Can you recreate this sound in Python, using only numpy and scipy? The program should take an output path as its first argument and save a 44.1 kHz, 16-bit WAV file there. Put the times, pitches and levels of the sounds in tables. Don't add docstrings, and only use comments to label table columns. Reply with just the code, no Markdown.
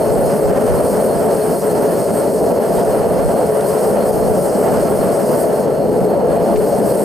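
import sys
import numpy as np
from scipy import signal
from scipy.fft import rfft, irfft
from scipy.io import wavfile
from scipy.ndimage import uniform_filter1d

SR = 44100
rng = np.random.default_rng(int(sys.argv[2]) if len(sys.argv) > 2 else 0)


def transcribe(signal):
    frames = np.atleast_2d(signal).T
    limited = np.clip(frames, -1, 1)
    pcm = np.round(limited * 32767).astype(np.int16)
    wavfile.write(sys.argv[1], SR, pcm)


N = 310464
T = np.arange(N) / SR
HZ = np.maximum(np.fft.rfftfreq(N, 1 / SR), 1)

# f/Hz, width/Hz, relative lift/dB, left-right/dB
CHAMBER_MODES = [(391.6, 40, 6, 1.5), (429.7, 37, 11.5, 3.5), (499.5, 37, 6.5, -1), (561, 34, 7.5, 4.5),
                 (623, 30, 9, -0.5), (679.8, 43, 13, -2), (741.6, 53, 6, 1.5), (829, 8.3, 7, 2),
                 (887.3, 46, 8, -11), (960, 23, 8, -3), (1072, 160, 7.5, -3), (1180, 16, 5, 3),
                 (1326, 21, 7, 5)]
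# f/Hz, likeness (0-1)
FLAME_LIKENESS = [(60, 0.74), (200, 1), (450, 0.91), (750, 0.95), (1100, 0.63), (1500, 0.55), (2400, 0.52),
                  (3200, 0.8), (5000, 0.96)]
# f/Hz, lead/rad
FLAME_LEAD = [(60, 0.088), (150, 0.88), (260, 0.88), (400, 0.28), (550, 0.37), (750, -0.55), (1100, 0.38),
              (1600, -0.0088), (3000, -0.37)]


def from_db(db):
    return 10 ** (np.asarray(db) / 20)


def rms_one(x):
    return x / np.sqrt(np.mean(x ** 2) + 1e-20)


def in_time(rows):
    s, *columns = np.transpose(rows)
    return [np.interp(T, s, column) for column in columns]


def over_hz(points):
    hz, value = np.transpose(points)
    return np.interp(np.log(HZ), np.log(hz), value)


def drift(rate_hz):
    spectrum = rfft(rng.standard_normal(N))
    return rms_one(irfft(spectrum / (1 + (HZ / rate_hz) ** 2), N))


def panned(left_right_db):
    return from_db(np.array([[.5], [-.5]]) * left_right_db)


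def lift(modes):
    return sum(db / (1 + (2 * (HZ - hz) / width_hz) ** 2) for hz, width_hz, db, *_ in modes)


def band_noise(hz, width_hz):
    b, a = signal.iirpeak(hz, hz / width_hz, fs=SR)
    return rms_one(signal.lfilter(b, a, rng.standard_normal(N)))


def bell(s, half_s):
    return np.exp(-((T - s) / half_s) ** 2)


def turbulence(colour_db, likeness, lead_rad=0, balance_db=0):
    mid, side = rfft(rng.standard_normal((2, N)))
    alike = np.clip(likeness, -1, 1)
    sign = np.array([[1], [-1]])
    pair = np.sqrt(1 + alike) * mid + sign * np.sqrt(1 - alike) * side
    pair = pair * from_db(colour_db) * panned(balance_db)
    return rms_one(irfft(pair * np.exp(.5j * sign * lead_rad), N))


def wind(lumpy_db):
    # start/s, length/s, relative level/dB
    gusts = [(0.11, 0.14, -24.5), (0.42, 0.42, -24.5), (1.14, 0.07, -27), (2.76, 0.52, -25.5),
             (3.86, 0.05, -30), (4.1, 0.23, -25.5), (4.73, 0.34, -26), (5.78, 0.12, -32), (6.02, 0.63, -27)]
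    # f/Hz, relative level/dB
    colour = [(10, -16), (30, -8), (55, -1), (85, 0), (120, -2), (170, -6.5), (260, -20), (600, -50)]
    attack_s, release_s, breeze_db = 0.05, 0.057, -50
    pressure = from_db(breeze_db)
    for s, length_s, db in gusts:
        rise = np.maximum(s - T, 0) / attack_s
        fall = np.maximum(T - s - length_s, 0) / release_s
        pressure = pressure + from_db(db) * np.exp(-rise - fall)
    noise = turbulence(over_hz(colour), likeness=-0.8)
    return pressure * from_db(lumpy_db * drift(rate_hz=14) - 5.5) * noise


def ticks():
    # t/s, onset level/dB, f/Hz, width/Hz, t60/s
    contacts = [(1.619, -28, 5200, 2600, .01), (3.609, -28.5, 4300, 2600, .014),
                (6.36, -40, 2000, 1200, .08), (6.559, -28, 2100, 700, .055), (6.562, -36, 4000, 3000, .03),
                (6.571, -33, 2400, 1500, .015)]
    out = np.zeros(N)
    for s, level_db, hz, width_hz, t60_s in contacts:
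        decay_db = 60 * np.clip(T - s, 0, 1) / t60_s
        out += band_noise(hz, width_hz) * (T >= s) * from_db(level_db - decay_db)
    return out


def scrape():
    # t/s, half length/s, level/dB, f/Hz, width/Hz
    settings = (2.79, 0.035, -44, 3400, 1800)
    s, half_s, level_db, hz, width_hz = settings
    return from_db(level_db) * bell(s, half_s) * band_noise(hz, width_hz)


def whistle(width_hz, upper_ratio, upper_db, upper_width_hz):
    # t/s, f/Hz, level/dB
    glide = [(1.93, 9000, -65), (2.0, 8800, -34), (2.06, 8800, -44), (2.13, 8600, -40), (2.2, 8660, -31),
             (2.26, 8450, -58)]
    pitch_hz, level_db = in_time(glide)
    phase = 2 * np.pi * np.cumsum(pitch_hz) / SR

    def breathy(angle, rate_hz):
        return rms_one(drift(rate_hz) * np.cos(angle) + drift(rate_hz) * np.sin(angle))

    tone = breathy(phase, width_hz)
    upper = breathy(upper_ratio * phase, upper_width_hz)
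    return from_db(level_db) * (tone + from_db(upper_db) * upper)


def hiss(gain_db, flutter_db, tube_flutter_db, patchy_db):
    # t/s, relative level/dB
    jet_level = [(0, -33), (0.33, -31), (0.45, -34), (0.85, -31), (2.3, -32), (2.55, -33.9), (2.75, -30.5),
                 (3.05, -34), (3.55, -33), (3.75, -30), (4.28, -32.5), (5.42, -30), (5.49, -34.5),
                 (5.85, -39.5), (6.08, -36.5), (6.24, -39.5), (6.33, -36.5), (6.95, -30.5)]
    # f/Hz, relative level/dB
    colour = [(2500, -8), (3900, -12), (4400, -0.5), (5300, -3), (5900, -6), (7100, -7), (7900, 1.5),
              (9500, -1.5), (11000, 1.5), (13000, -0.5), (13900, -4.5), (15000, -9)]
    # f/Hz, width/Hz, lift/dB
    tubes = [(4267, 69, 11.5), (4950, 115, 6), (5370, 140, 5), (6530, 400, 7), (8070, 370, 5.5),
             (9230, 730, 11.5), (13200, 260, 7), (14600, 400, 9.5)]
    # f/Hz, level/dB
    side_level = [(3000, -8), (4900, -11), (5800, -30), (6500, -23), (7200, -34), (9000, -24), (10500, -38),
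                  (15000, -42)]
    zones = [(0, .45), (4600, 0.95), (7400, 1.2), (8600, 1.35), (10000, 1.13), (12500, 1.1)]
    level_db, = in_time(jet_level)
    side_power = from_db(over_hz(side_level)) ** 2
    likeness = (1 - side_power) / (1 + side_power)
    spectrum = rfft(turbulence(over_hz(colour) + lift(tubes), likeness))
    usual_db = np.median(level_db)
    swing_db = level_db - usual_db + flutter_db * drift(rate_hz=8.8)
    common_db = tube_flutter_db * drift(rate_hz=13)
    tops_hz = [low for low, share in zones[1:]] + [SR]
    out = 0
    for (low, share), high in zip(zones, tops_hz):
        zone = irfft(spectrum * ((HZ >= low) & (HZ < high)), N)
        zone_db = share * swing_db + common_db + patchy_db * drift(rate_hz=10)
        out = out + zone * from_db(zone_db)
    return from_db(usual_db + gain_db) * out


def singing(s, half_s, level_db, hz, wander_hz):
    phase = 2 * np.pi * np.cumsum(hz + wander_hz * drift(rate_hz=10.7)) / SR
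    return from_db(level_db) * bell(s, half_s) * np.sin(phase)


def rasp(sway, gain_db, sway_db, puff_db, flutter_db):
    # t/s, relative level/dB
    rasp_level = [(0, -33.5), (0.85, -33), (1.55, -33.5), (2.05, -33.5), (2.23, -32), (2.38, -38.5),
                  (2.65, -33.5), (3.3, -33.5), (3.8, -32.5), (4.35, -36), (4.55, -33.5), (5.0, -32.0),
                  (5.85, -37), (7.04, -36)]
    # f/Hz, relative level/dB
    colour = [(500, -17.5), (900, 0), (1100, -3), (1400, -2), (1800, -6.5), (2400, -16), (3000, -16),
              (3600, -25), (4500, -29), (8000, -57), (12000, -65)]
    level_db, = in_time(rasp_level)
    colour_db = over_hz(colour) + 0.74 * lift(CHAMBER_MODES)
    noise = turbulence(colour_db, over_hz(FLAME_LIKENESS), over_hz(FLAME_LEAD), balance_db=-2.6)
    uneven_db = sway_db * sway + puff_db * drift(rate_hz=9.8) + flutter_db * drift(rate_hz=25)
    return from_db(level_db + gain_db + uneven_db) * noise


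def roar(sway, level_db, sway_db):
    # t/s, level/dB
    emphasis = [(0, 0), (0.55, -1), (0.95, 0), (2.0, -1.5), (2.7, 0.5), (3.3, 0), (4.9, -0.5), (5.6, 0.2),
                (5.9, -2.4), (6.35, 0.3), (7.04, -2)]
    # t/s, left-right/dB
    balance = [(0, 0), (2.8, 0), (3.2, -0.7), (3.7, 0.5), (4.8, 0), (5.3, 0.8), (7.04, 0.7)]
    # f/Hz, relative level/dB
    colour = [(20, -44), (55, -19.5), (105, -15.5), (155, -5.5), (210, -2), (290, -7), (350, -3.5),
              (430, -0.5), (570, 1), (680, -5.5), (780, -8.5), (950, -20), (1200, -31), (2000, -72),
              (5000, -90)]
    # f/Hz, width/Hz, relative level/dB
    dips = [(406, 12, -8), (440, 18, -0.5), (536.4, 7.5, -6.5), (671, 14, -2), (723, 15, -7),
            (818, 12, 1.5), (1070, 24, -3)]
    tilt_db, = in_time(emphasis)
    pan_db, = in_time(balance)
    ripple_db = lift(CHAMBER_MODES) + lift(dips)
    ripple_db = ripple_db - uniform_filter1d(ripple_db, size=1200)
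    mode_pans = [(hz, pan) for hz, width_hz, db, pan in CHAMBER_MODES]
    balance_db = over_hz([(150, 0.27)] + mode_pans)
    noise = turbulence(over_hz(colour) + ripple_db, over_hz(FLAME_LIKENESS), over_hz(FLAME_LEAD), balance_db)
    lower = irfft(rfft(noise) / (1 + (HZ / 500) ** 12), N)
    tilt = from_db(tilt_db - tilt_db.mean())
    noise = lower / tilt + (noise - lower) * tilt
    noise = noise / np.sqrt(uniform_filter1d(np.mean(noise ** 2, axis=0), size=4000))
    return from_db(level_db + sway_db * sway) * noise * panned(pan_db)


def faltering():
    # t/s, half length/s, depth/dB
    falters = [(1.422, 0.052, -2.2), (1.603, 0.033, -5.5), (2.044, 0.027, -3.5), (3.294, 0.035, -2)]
    return from_db(sum(db * bell(s, half_s) for s, half_s, db in falters))


def scene():
    metal = ticks() + scrape()
    jets = hiss(gain_db=-1.66, flutter_db=0.73, tube_flutter_db=0.38, patchy_db=1.25)
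    jets = jets + whistle(width_hz=130, upper_ratio=1.5, upper_db=-9, upper_width_hz=350)
    sway = drift(rate_hz=5.7)
    flames = roar(sway, level_db=-13.5, sway_db=0.95)
    flames = flames + rasp(sway, gain_db=3.5, sway_db=0.9, puff_db=1.0, flutter_db=0.82)
    flames = faltering() * flames
    flames = flames + singing(s=0.49, half_s=0.11, level_db=-17, hz=421, wander_hz=4.8)
    return wind(lumpy_db=6.0) + metal + jets + flames


def record(dry):
    ceiling_db, release_db_per_s, cutoff_hz = -5.0, 150, 15000
    peak_db = 20 * np.log10(np.abs(dry).max(axis=0) + 1e-9)
    over_db = np.maximum(peak_db - ceiling_db, 0)
    release_db = release_db_per_s * T
    held_db = np.maximum.accumulate(over_db + release_db) - release_db
    limited = dry * from_db(-uniform_filter1d(held_db, size=64))
    return irfft(rfft(limited) / np.sqrt(1 + (HZ / cutoff_hz) ** 600), N)


dry = scene()
out = record(dry)
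transcribe(out)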